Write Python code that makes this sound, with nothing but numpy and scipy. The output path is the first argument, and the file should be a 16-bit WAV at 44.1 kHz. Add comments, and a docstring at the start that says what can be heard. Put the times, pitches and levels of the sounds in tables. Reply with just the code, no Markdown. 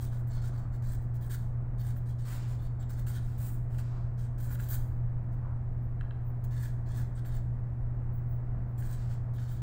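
"""Felt-tip marker on paper

A marker writes a few words on a sheet lying on a stone kitchen counter. The nib ticks as it lands
and plucks paper fibres in short strokes, each louder and brighter where it moves fastest.
Hand and sheet slide between words, and faint thin squeaks sound in the pauses.
An appliance hums over the low rumble of the room."""
import sys
import numpy as np
from scipy import signal
from scipy.fft import rfft, irfft, next_fast_len
from scipy.io import wavfile

SR = 44100
rng = np.random.default_rng(int(sys.argv[2]) if len(sys.argv) > 2 else 0)


def bounce(signal):
    """Save signal as a 16-bit WAV file at the path given by the first command-line argument."""
    frames = np.transpose(np.atleast_2d(signal))
    limited = np.clip(frames, -1, 1)
    pcm = np.round(limited * 32767).astype(np.int16)
    wavfile.write(sys.argv[1], SR, pcm)


N = 424241


def from_db(db):
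    """Decibels to gain."""
    return 10 ** (np.asarray(db) / 20)


def unit_rms(x):
    """Scale to rms 1."""
    return x / np.sqrt(np.mean(x ** 2) + 1e-20)


def band(x, low_hz, high_hz, order=2):
    """Butterworth band-pass."""
    sos = signal.butter(order, [low_hz, high_hz], "band", fs=SR, output="sos")
    return signal.sosfilt(sos, x + 1e-18)


def drift(rate_hz):
    """Smooth random curve, rms 1: noise low-passed at rate_hz."""
    hop, settle = 20, 4000
    pole = np.exp(-2 * np.pi * rate_hz * hop / SR)
    noise = rng.standard_normal(N // hop + settle + 2)
    slow = signal.lfilter([1], [1, -2 * pole, pole * pole], noise)[settle:]
    return np.interp(np.arange(N) / hop, np.arange(len(slow)), unit_rms(slow))


def colour(x, spectrum):
    """Shape x by (f/Hz, level/dB) points, rolled off past both ends; rms 1."""
    size = next_fast_len(N)
    hz = np.maximum(np.arange(size // 2 + 1) * SR / size, 1)
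    points_hz, points_db = np.transpose(spectrum)
    rolloff = np.minimum(hz / points_hz[0], 1) ** 2 * np.minimum(points_hz[-1] / hz, 1) ** 6
    gain = rolloff * from_db(np.interp(np.log(hz), np.log(points_hz), points_db))
    return unit_rms(irfft(rfft(x, size) * gain, size)[:N])


def movement(start_s, length_s, fastest, land_s, lift_s):
    """One touch: sample indices, contact gate, and a speed that peaks at 1 at fastest * length_s."""
    first = max(int((start_s - land_s) * SR), 0)
    end = min(int((start_s + length_s + 10 * lift_s) * SR), N)
    at = np.arange(first, end)
    t = at / SR - start_s
    gate = np.clip(t / land_s + .5, 0, 1) * np.exp(-np.maximum(t - length_s, 0) / lift_s)
    peak_s = fastest * length_s
    arch = np.sin(np.interp(t, [0, peak_s, length_s], [0, np.pi / 2, np.pi]))
    slowest = np.where(t < peak_s, 0.48, 0.28)  # start and end speed
    return at, gate, slowest + (1 - slowest) * arch


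def friction_gains(touches, land_s, lift_s):
    """Body gain follows speed; edge (top band) gain follows speed ** 1.5."""
    body, edge = np.zeros((2, N))
    for start_s, length_s, fastest, level_db, edge_db in touches:
        at, gate, speed = movement(start_s, length_s, fastest, land_s, lift_s)
        body[at] = np.maximum(body[at], gate * speed * from_db(level_db))
        edge[at] = np.maximum(edge[at], gate * speed ** 1.5 * from_db(level_db + edge_db))
    return body, edge


def fibre_snaps(per_s, spread_db, clump_db, clump_hz):
    """Fibres catch and let go at random, stronger where the paper is rougher."""
    sizes = from_db(spread_db * np.minimum(rng.exponential(1, N), 4))
    signs = rng.choice([-1, 1], N)
    snaps = rng.random(N) < per_s / SR
    return snaps * sizes * signs * from_db(clump_db * drift(clump_hz))


def friction(grain, body, edge, bite):
    """Grain in three bands: the top swells with edge and draws the middle along, as far as bite sets."""
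    low = band(grain, 200, 6500, order=4)
    middle = band(grain, 6500, 11200, order=4)
    top = band(grain, 11200, 16500, order=4)
    middle_gain = ((edge + 1e-7) / (body + 1e-7)) ** bite
    treble_rms = np.sqrt(np.var(band(low, 3500, 6500)) + np.var(middle) * middle_gain ** 2)
    return body * (low + middle_gain * middle) / treble_rms + edge * unit_rms(top)


# Air rumble and hiss spectra: f/Hz, relative level/dB
RUMBLE_SPECTRUM = [(12, -4), (22, 1.5), (42, -3), (53, -11), (73, -5), (105, -8.5), (150, -17), (210, -22),
                   (300, -27), (480, -35), (680, -33), (1200, -40.5), (1900, -47), (2600, -59)]
HISS_SPECTRUM = [(1500, -8), (3000, 3), (4400, 3), (6000, -2), (8300, 1), (11000, -9), (13000, -4),
                 (15000, 4), (16000, 1)]


def room_air(rumble_db, waver_db, hiss_db):
    """Wavering rumble of moving air and a faint even hiss."""
    rumble_gain = from_db(rumble_db + waver_db * drift(1.8))
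    rumble = rumble_gain * colour(rng.standard_normal(N), RUMBLE_SPECTRUM)
    return rumble + from_db(hiss_db) * colour(rng.standard_normal(N), HISS_SPECTRUM)


# Hum lines: f/Hz, rms level/dB
HUM_LINES = [(119.9, -34), (179.9, -61), (239.8, -64.5), (359.7, -71), (479.5, -72), (582, -75), (673, -72)]


def appliance(waver_db, wander_rad):
    """Hum at twice the mains rate, with weak, less steady lines above it."""
    t, out = np.arange(N) / SR, np.zeros(N)
    for hz, level_db in HUM_LINES:
        phase = 2 * np.pi * (hz * t + rng.random())
        phase += wander_rad * hz / HUM_LINES[0][0] * drift(2.2)
        out += np.sqrt(2) * from_db(level_db + waver_db * drift(9)) * np.sin(phase)
    return out


# Squeak glides: t/s, length/s, first f/Hz, last f/Hz, level/dB
SQUEAKS = [(5.823, 0.051, 14700, 15700, -76.5), (6.245, 0.069, 15100, 14700, -69),
           (8.128, 0.069, 15550, 15550, -64.5), (8.281, .09, 15500, 15600, -66),
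           (8.683, .035, 15500, 14400, -76)]


def squeaks(jitter_hz, flutter_db):
    """Thin, unsteady whistles that swell and fade as they glide."""
    out = np.zeros(N)
    jitter, flutter = jitter_hz * drift(150), flutter_db * drift(60)
    for start_s, length_s, first_hz, last_hz, level_db in SQUEAKS:
        at, gate, swell = movement(start_s, length_s, fastest=.4, land_s=.004, lift_s=.003)
        hz = np.interp(at / SR - start_s, [0, length_s], [first_hz, last_hz]) + jitter[at]
        tone = np.sqrt(2) * np.sin(2 * np.pi * np.cumsum(hz) / SR)
        out[at] += gate * swell * from_db(level_db + flutter[at]) * tone
    return out


# Shifts of the hand: t/s, length/s, level/dB
SCUFFS = [(0.452, 0.3, -61), (3.883, 0.2, -59), (5.428, 0.14, -57)]


def scuffs(low_hz, high_hz):
    """The soft heel of the hand rubs dully on the sheet."""
    out = np.zeros(N)
    rub = unit_rms(band(rng.standard_normal(N), low_hz, high_hz, order=3))
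    for start_s, length_s, level_db in SCUFFS:
        at, gate, speed = movement(start_s, length_s, fastest=.4, land_s=.03, lift_s=.02)
        out[at] += from_db(level_db) * gate * speed * rub[at]
    return out


# Hand and sheet slides: t/s, length/s, fastest point/share of length, level/dB, edge/dB re level
SLIDES = [ (2.250, 0.15, 0.47, -58.5, 0.5), (2.370, 0.16, .15, -65, -9), (2.470, 0.099, 0.3, -65.5, -1.5),
          (3.205, 0.23, 0.23, -72, -0.5), (3.378, .135, 0.72, -60, 7.5), (3.505, 0.079, .15, -69, 9),
          (3.700, 0.14, 0.43, -72.5, 1), (3.780, 0.041, 0.13, -60.5, 0.5), (3.820, 0.26, 0.081, -73.5, -16),
          (8.970, 0.17, .1, -70.5, -7), (9.090, 0.079, 0.28, -66.5, -3.5)]
# Rub spectrum: f/Hz, relative level/dB
RUB_SPECTRUM = [(400, 4), (800, 9), (1500, 9), (2200, 3), (3000, -0.5), (5000, 0.5), (6200, -4.5),
                (8000, 2.5), (9600, -1), (11000, -18.5), (13000, -8.5), (15500, -1)]


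def sliding():
    """Skin on paper and paper on stone: a broad, fine-grained rub."""
    body, edge = friction_gains(SLIDES, land_s=0.0069, lift_s=0.018)
    snaps = fibre_snaps(per_s=13000, spread_db=-4.0, clump_db=0.9, clump_hz=230)
    return friction(colour(snaps, RUB_SPECTRUM), body, edge, bite=0.88)


# Nib landings and barrel ticks in the grip: t/s, gain/dB, crack trim/dB
TICKS = [(1.9644, -54, -13), (3.0679, -43.5, -11), (3.7454, -51, -9), (3.7863, -46, -14), (4.554, -47, -8),
         (4.5979, -41.5, -17), (6.0097, -41, -21), (6.1085, -42.5, -35), (7.2489, -49, -13),
         (8.8233, -48, -8), (9.3846, -52, -16)]
# Struck barrel modes: f/Hz, relative level/dB, t60/s
TICK_MODES = [(1410, -3, .02), (1633, -3.5, 0.026), (1920, -7, 0.017), (2250, -23, 0.011),
              (2720, -14.5, 0.03), (3070, -5.5, 0.008), (3980, -12, 0.0097)]


def ticks(soft_s, crack_s, crack_db, knock_db):
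    """Each tick rings the barrel under a short crack; felt and skin soften the blow."""
    out, t = np.zeros(N + SR), np.arange(SR // 10) / SR
    hz, mode_db, t60_s = np.transpose(TICK_MODES)[:, :, None]
    attack = 1 - np.exp(-(t / soft_s) ** 2)
    for start_s, gain_db, trim_db in TICKS:
        strength = from_db(mode_db + rng.normal(0, 1.5, hz.shape))
        phase = 2 * np.pi * (hz * t + rng.random(hz.shape))
        knock = np.sum(strength * from_db(-60 * t / t60_s) * np.sin(phase), axis=0)
        crack = band(rng.standard_normal(len(t)) * np.exp(-t / crack_s), 5000, 11000, order=4)
        tick = from_db(knock_db) * knock + from_db(crack_db + trim_db) * crack
        at = int(start_s * SR)
        out[at:at + len(t)] += from_db(gain_db) * tick * attack
    return out[:N]


# Barrel resonance, freer as the grip loosens: t/s, level/dB re plain scratch
BARREL_RING = [(0, -5), (1.3, 11), (3.2, 0), (4.5, 2), (6.6, 11), (9.6, 5)]
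# Nib and barrel resonances: f/Hz, width/Hz, level/dB re plain scratch
PEN_MODES = [(1500, 520, -5.5), (3400, 430, -3), (4380, 270, -5), (6200, 140, -17), (7630, 50, 2),
             (8210, 120, 3.5), (8660, 98, 1), (13600, 720, -7.5), (14500, 250, -6), (15250, 580, -4.5)]


def pen_ring(grain, barrel_hz, barrel_width_hz, swing_db, swing_hz):
    """The pen's resonances swell and fade as grip and angle change."""
    barrel_gain = from_db(np.interp(np.arange(N) / SR, *np.transpose(BARREL_RING)))
    barrel = band(grain, barrel_hz - barrel_width_hz / 2, barrel_hz + barrel_width_hz / 2, order=1)
    out = grain + barrel_gain * barrel
    for hz, width_hz, level_db in PEN_MODES:
        ring = band(grain, hz - width_hz / 2, hz + width_hz / 2, order=1)
        out += from_db(level_db + swing_db * drift(swing_hz)) * ring
    return out


def hand_echo(x, delay_s, swing_share, echo_db):
    """A near reflection, its path changing as the hand moves, combs the scratch."""
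    n = np.arange(N)
    lag = delay_s * SR * (1 + swing_share * drift(2.3))
    return x + from_db(echo_db) * np.interp(n - lag, n, x)


# Pen strokes: t/s, length/s, fastest point/share of length, level/dB, edge/dB re level
STROKES = [ (0.003, 0.068, 0.27, -57.5, 2), (0.115, 0.078, 0.33, -67, -2), (0.175, .045, .4, -71.5, 5),
           (0.270, 0.033, .2, -70.5, 8), (0.295, 0.12, 0.39, -65.5, -7), (0.415, 0.084, 0.85, -61, -3),
           (0.525, 0.13, .2, -72, -2.5), (0.720, .06, .55, -69.5, 0), (0.822, 0.14, 0.92, -62.5, 0.5),
           (1.005, 0.062, .3, -78, 1), (1.140, 0.039, 0.44, -67, 3), (1.208, 0.078, 0.44, -66.5, 4),
           (1.295, 0.069, 0.63, -55, 4), (1.778, .05, 0.76, -67, 2), (1.825, .105, 0.41, -62.5, 1.5),
           (1.955, 0.04, .5, -72, 7), (2.058, 0.075, .6, -65.5, -1.5), (2.183, 0.085, 0.18, -67.5, -5),
           (2.585, 0.095, 0.77, -69.5, -1), (2.795, 0.057, .4, -71.5, -4), (2.890, .07, .25, -62.5, 0.5),
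           (2.965, 0.061, .5, -64.5, 1), (3.065, 0.075, .2, -57.5, 2.5), (3.125, 0.073, 0.32, -60, 0),
           (4.175, 0.099, 0.23, -66.5, -4.5), (4.380, .115, 0.64, -60.5, 4.5), (4.490, .07, 0.91, -59, 5),
           (4.587, 0.11, 0.074, -60, 4.5), (4.686, 0.085, 0.6, -51.5, 9.5),
           (5.318, 0.036, 0.62, -76.5, 3.5), (6.438, 0.023, .1, -64, 6), (6.508, 0.11, 0.33, -64, -4),
           (6.585, 0.12, 0.46, -61, 0.5), (6.860, 0.13, .55, -66.5, -7), (6.940, 0.096, 0.5, -60.5, -1.5),
           (7.150, 0.052, 0.95, -68.5, -5), (7.248, 0.076, .15, -65.5, 1), (7.315, 0.076, 0.46, -65, -2),
           (8.778, 0.048, 0.31, -64, 6), (8.822, 0.077, 0.2, -61.5, 1), (8.890, 0.083, 0.41, -60, -1),
           (9.333, 0.05, .3, -70, 3), (9.380, 0.11, .45, -65, -5), (9.470, 0.13, 0.26, -64.5, -1.5)]
# Fibre snap spectrum: f/Hz, relative level/dB
FIBRE_SPECTRUM = [(500, -14), (1000, 4.5), (1900, -1), (2600, -7), (4000, -2.5), (5700, -4.5), (8000, -2.5),
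                  (9700, -2), (11000, -16), (12500, -8), (14200, -2), (15600, 0)]


def marker():
    """Dense fibre snaps ring through nib and barrel while the pen is down."""
    body, edge = friction_gains(STROKES, land_s=.004, lift_s=.014)
    snaps = fibre_snaps(per_s=11000, spread_db=2.8, clump_db=1.6, clump_hz=60)
    grain = colour(snaps, FIBRE_SPECTRUM)
    grain = pen_ring(grain, barrel_hz=1733, barrel_width_hz=200, swing_db=8.0, swing_hz=8.5)
    grain = hand_echo(grain, delay_s=.00128, swing_share=.05, echo_db=-9)
    return friction(grain, body, edge, bite=.7)


def kitchen(x, t60_s, wet_db, early_db):
    """Three reflections from the counter and nearby surfaces, then a short diffuse tail."""
    t = np.arange(SR // 2) / SR
    decay = from_db(-60 * t / t60_s) * (t > .006)
    tail = band(rng.standard_normal(len(t)), 300, 10000, order=1) * decay
    response = from_db(wet_db) * tail / np.sqrt(np.sum(tail ** 2))
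    for k, delay_s in enumerate((.0013, .0023, .0041)):
        response[int(delay_s * SR)] += from_db(early_db) * (-1) ** k
    return x + signal.fftconvolve(x, response)[:N]


def scene():
    """Writing in the kitchen over hum and room air; mono."""
    taps = ticks(soft_s=.0007, crack_s=.002, crack_db=4, knock_db=2)
    whistles = squeaks(jitter_hz=120, flutter_db=3)
    writing = marker() + sliding() + scuffs(low_hz=580, high_hz=1330) + taps + whistles
    writing = kitchen(writing, t60_s=0.48, wet_db=-9.5, early_db=-20)
    hum = appliance(waver_db=1.12, wander_rad=0.055)
    air = room_air(rumble_db=-36.5, waver_db=0.66, hiss_db=-82)
    return (air + hum + writing)[None]


def record(dry):
    """Steep elliptic low-pass at 15750 Hz."""
    return signal.sosfilt(signal.ellip(12, .2, 70, 15750, fs=SR, output="sos"), dry)


dry = scene()
out = record(dry)
bounce(out)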